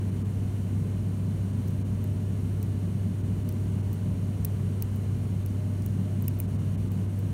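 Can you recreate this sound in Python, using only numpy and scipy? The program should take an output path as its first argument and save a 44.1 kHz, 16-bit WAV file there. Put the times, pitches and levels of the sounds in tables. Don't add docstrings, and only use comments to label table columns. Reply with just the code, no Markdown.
import sys
import numpy as np
from scipy import signal
from scipy.fft import rfft, irfft
from scipy.io import wavfile
from scipy.ndimage import uniform_filter1d

SR = 44100
rng = np.random.default_rng(int(sys.argv[2]) if len(sys.argv) > 2 else 0)


def materialize(psi):
    bounded = np.clip(np.atleast_2d(psi).T, -1, 1)
    quanta = np.round(bounded * 32767).astype(np.int16)
    wavfile.write(sys.argv[1], SR, quanta)


N = 323253
TIME = np.arange(N) / SR


def propellers(blade_hz=98.4, wander_hz=0.12, blade_db=-29.5, third_db=-69, sway_db=0.3):
    # time_s, level_db
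    octave = [(0, -43.5), (1.1, -42.5), (1.9, -46), (2.9, -43), (3.5, -51), (4.5, -46.5), (5.3, -50.5),
              (6.3, -46), (6.8, -41.5), (7.3, -48.5)]
    cycles = np.cumsum(blade_hz + wander_hz * drift(1.27)) / SR
    hum = np.zeros(N)
    for order, db in enumerate([blade_db, curve(octave), third_db], 1):
        hum += amp(db + sway_db * drift(3.5)) * np.sin(2 * np.pi * (order * cycles + rng.random()))
    return np.sqrt(2) * hum


def rumble(level_db=-32.5, top_hz=1000, boom_hz=181.4, boom_width_hz=40):
    # frequency_hz, relative_db
    spectrum = [(20, -36), (33, -26), (52, -8.5), (62, -2), (78, -3), (89, -9.5), (106, -3.5), (117, -0.5),
                (160, -0.5), (185, 0.5), (205, -4), (225, -3.5), (255, -6.5), (310, -16.5), (365, -14),
                (440, -18.5), (510, -24), (900, -36)]
    # time_s, gain_db
    boom_swell = [(0, 1), (.45, -2.5), (1.15, 1.5), (1.5, 0), (2.65, -1.5), (2.87, 1), (3.25, 1.5),
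                  (3.68, -1.5), (3.83, 1), (4.5, 1), (4.75, -2), (5.2, -1.5), (5.8, -1.5), (6.04, 3),
                  (6.3, -1), (6.8, 2), (7.33, -1.5)]
    air = noise(lambda hz: amp(read(spectrum, hz)) / (1 + (hz / top_hz) ** 8))
    band = np.exp(-((np.fft.rfftfreq(N, 1 / SR) - boom_hz) / boom_width_hz) ** 4)
    boom = irfft(rfft(air) * band, N)
    envelope = np.sqrt(uniform_filter1d(boom ** 2, size=SR // 2))
    steady_boom = boom / unit_rms(envelope)
    return amp(level_db) * (air - boom + steady_boom * amp(curve(boom_swell)))


def hiss(level_db=-54, sway_db=0.25, ripple_db=0.6, low_cut_hz=200, dip_from_hz=2300):
    # frequency_hz, relative_db
    spectrum = [(300, 1), (700, -2.5), (1000, 0.5), (1400, -4.5), (2000, -6.5), (2550, -8.5), (3600, -13.5),
                (4500, -12), (4900, -19.5), (5600, -13.5), (7600, -16), (9800, -13), (10450, -17),
                (11000, -15.5), (15600, -21.5), (16000, -28)]
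    # centre_hz, width_hz, lift_db
    resonances = [(2960, 340, 4.2), (2975, 42, 1.5), (3840, 160, -3), (4020, 93, 3.5), (6800, 440, 2.5),
                  (8840, 1200, 3), (8900, 140, 1.5), (10450, 150, -5)]
    # time_s, length_s, gain_db
    dips = [(0.111, 0.015, -5), (0.238, 0.015, -9), (1.524, 0.009, -4), (1.839, 0.014, -10),
            (3.226, 0.011, -7), (3.442, 0.0084, -5), (3.823, 0.0081, -8), (5.446, .009, -4),
            (6.47, 0.013, -8), (6.577, 0.014, -9), (6.768, 0.01, -15), (6.896, 0.013, -7),
            (7.077, 0.024, -4)]

    def colour(hz):
        db = read(spectrum, hz) + bells(resonances, hz) + ripple_db * standing_waves(hz)
        return amp(db) * hz ** 2 / (hz ** 2 + low_cut_hz ** 2)

    air = amp(level_db + sway_db * drift(2.6)) * noise(colour)
    low = signal.sosfiltfilt(signal.butter(3, dip_from_hz, fs=SR, output="sos"), air)
    return low + (air - low) * amp(bells(dips, TIME))


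def standing_waves(hz, spacing_hz=45):
    knots = np.arange(1200) * spacing_hz
    return unit_rms(np.interp(hz, knots, rng.standard_normal(len(knots))))


def pick(gain_db=14, slip_db=-6, tail_db=-39, tail_t60_s=0.1):
    # start_s, steel_relative_db, lock_relative_db, scrape_s,
    # steel_favoured_hz, lock_favoured_hz
    ticks = [(1.6765, -48, -53, .0006, 14000, 5500), (1.6821, -45, -47, .0012, 14000, 5500),
             (1.7075, -49, -58, .0015, 14000, 5500), (2.0413, -39, -50, .0008, 13500, 7000),
             (2.6285, -36.5, -41, .001, 14400, 6400), (3.49, -37, -40, 0.0016, 11400, 3400),
             (3.5245, -44, -53, .0008, 13000, 7500), (3.93, -39, -47, .0012, 13000, 7000),
             (3.936, -47, -57, .0006, 13000, 7000), (3.942, -49, -57, .0015, 13000, 7000),
             (4.4478, -23.5, -34.5, 0.0019, 15200, 5600), (4.4505, -24.5, -38, 0.0018, 11800, 4200),
             (4.8233, -24, -35, 0.0018, 15300, 4600), (4.96, -43, -58, .001, 14000, 6000),
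             (5.4612, -36.5, -44, 0.00054, 12000, 5350), (5.822, -50, -46, .001, 12000, 5500),
             (5.862, -34, -43.5, .0012, 11400, 6700), (6.224, -34, -56, .0008, 14500, 4500),
             (6.2806, -22.5, -34, 0.0019, 13500, 2400), (6.3896, -38.5, -53, .0007, 13000, 5500),
             (6.4012, -24.5, -38, 0.0015, 14500, 2400), (6.918, -42, -49, .001, 13500, 7500),
             (7.1903, -43, -54, .001, 14000, 7000), (7.199, -48, -60, .0007, 14000, 7000)]
    # pitch_hz, relative_db, t60_s
    steel_modes = [(9700, -5.5, 0.004), (11200, -3.5, 0.0045), (12350, -2, 0.0047), (13150, -1.5, 0.0036),
                   (14560, 0.5, 0.0045), (15550, -1, 0.004)]
    # pitch_hz, relative_db, t60_s
    lock_modes = [(1750, -17, .0036), (2410, -5.5, 0.009), (2930, -7, 0.0078), (3450, -10, .004),
                  (4040, -7.5, 0.0043), (4830, -5, 0.0051), (5650, -2.5, 0.0052), (6650, -2.5, 0.0045),
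                  (7640, -3, 0.0048), (8540, 0, 0.0051)]
    t = np.arange(2048) / SR
    out = np.zeros(N)
    for start_s, steel_db, lock_db, scrape_s, steel_hz, lock_hz in ticks:
        slips, scatter = rng.standard_normal((2, len(t)))
        force = amp(slip_db) * slips * np.exp(-t / scrape_s)
        force += scatter * amp(tail_db - 60 * t / tail_t60_s)
        force[0] += 2
        add(out, start_s, amp(steel_db) * ring(force, steel_modes, steel_hz))
        add(out, start_s, amp(lock_db) * ring(force, lock_modes, lock_hz))
    return amp(gain_db) * out


def ring(force, modes, favoured_hz, favour_db=5.5, favour_octaves=0.2, spread=0.011):
    t = np.arange(len(force)) / SR
    hz, db, t60_s = np.transpose(modes)[:, :, None]
    lift_db = favour_db * np.exp(-(np.log2(hz / favoured_hz) / favour_octaves) ** 2)
    detuned_hz = hz * (1 + spread * rng.standard_normal(hz.shape))
    partials = amp(db + lift_db - 60 * t / t60_s) * np.sin(2 * np.pi * detuned_hz * t)
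    response = partials[::2].sum(0) - partials[1::2].sum(0)
    sound = signal.fftconvolve(force, response)[:len(t)]
    return sound / np.linalg.norm(sound)


def machinery(sway_db=1.3):
    # pitch_hz, level_db, wander_hz
    whines = [(82, -53, .3), (133, -48, .4), (707.5, -66.8, .6), (3591, -78.3, 1.5), (4003, -85.5, 4),
              (4085, -88, 4), (6639, -83.5, 3)]
    return sum(amp(db + sway_db * drift(3.8)) * tone(hz + wander_hz * drift(6.4))
               for hz, db, wander_hz in whines)


def cabin_resonance(pitch_hz=608, half_width_hz=31, wander_hz=5.49, level_db=-62, sway_db=0.7):
    # time_s, length_s, lift_db
    surges = [(1.0, .13, 3.5), (2.14, .15, 6), (3.525, 0.18, 9), (4.1, 0.3, 5), (5.68, 0.22, 6),
              (6.092, 0.1, 10), (6.696, 0.35, 5)]
    whistle = tone(pitch_hz + wander_hz * drift(19.8))
    breath = amp(-5) * noise(lambda hz: 1 / (1 + ((hz - pitch_hz) / half_width_hz) ** 2))
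    return amp(level_db + sway_db * drift(0.69) + bells(surges, TIME)) * unit_rms(whistle + breath)


def gusts(width_octaves=0.32):
    # peak_s, length_s, level_db, centre_hz
    swells = [(3.58, .13, -47, 306), (3.85, .13, -60, 820), (6.09, 0.073, -61, 657), (6.58, .15, -60, 716)]
    out = np.zeros(N)
    for peak_s, length_s, db, centre_hz in swells:
        band = noise(lambda hz: np.exp(-(np.log2((hz + 1) / centre_hz) / width_octaves) ** 2))
        out += amp(db) * np.exp(-((TIME - peak_s) / length_s) ** 2) * band
    return out


def amp(db):
    return 10 ** (np.asarray(db) / 20)


def unit_rms(x):
    return x / np.sqrt(np.mean(x ** 2) + 1e-20)


def read(points, hz):
    knots_hz, db = np.transpose(points)
    return np.interp(np.log(hz + 1), np.log(knots_hz), db)


def curve(points):
    return np.interp(TIME, *np.transpose(points))


def bells(rows, axis):
    return sum(db * np.exp(-2 * ((axis - centre) / width) ** 2) for centre, width, db in rows)


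def tone(hz):
    return np.sqrt(2) * np.sin(2 * np.pi * np.cumsum(hz) / SR)


def noise(gain):
    return unit_rms(irfft(rfft(rng.standard_normal(N)) * gain(np.fft.rfftfreq(N, 1 / SR)), N))


def drift(rate_hz):
    return noise(lambda hz: (hz > 0) * np.exp(-(hz / rate_hz) ** 2))


def add(mix, start_s, sound):
    part = mix[max(round(start_s * SR), 0):][:len(sound)]
    part += sound[:len(part)]


def scene():
    return (propellers() + machinery() + cabin_resonance() + rumble() + hiss() + pick() + gusts())[None]


def record(dry):
    edge_hz = 16050
    low_pass = signal.firwin(511, edge_hz, window=("kaiser", 9), fs=SR)
    return signal.oaconvolve(dry, low_pass[None], "same")


dry = scene()
out = record(dry)
materialize(out)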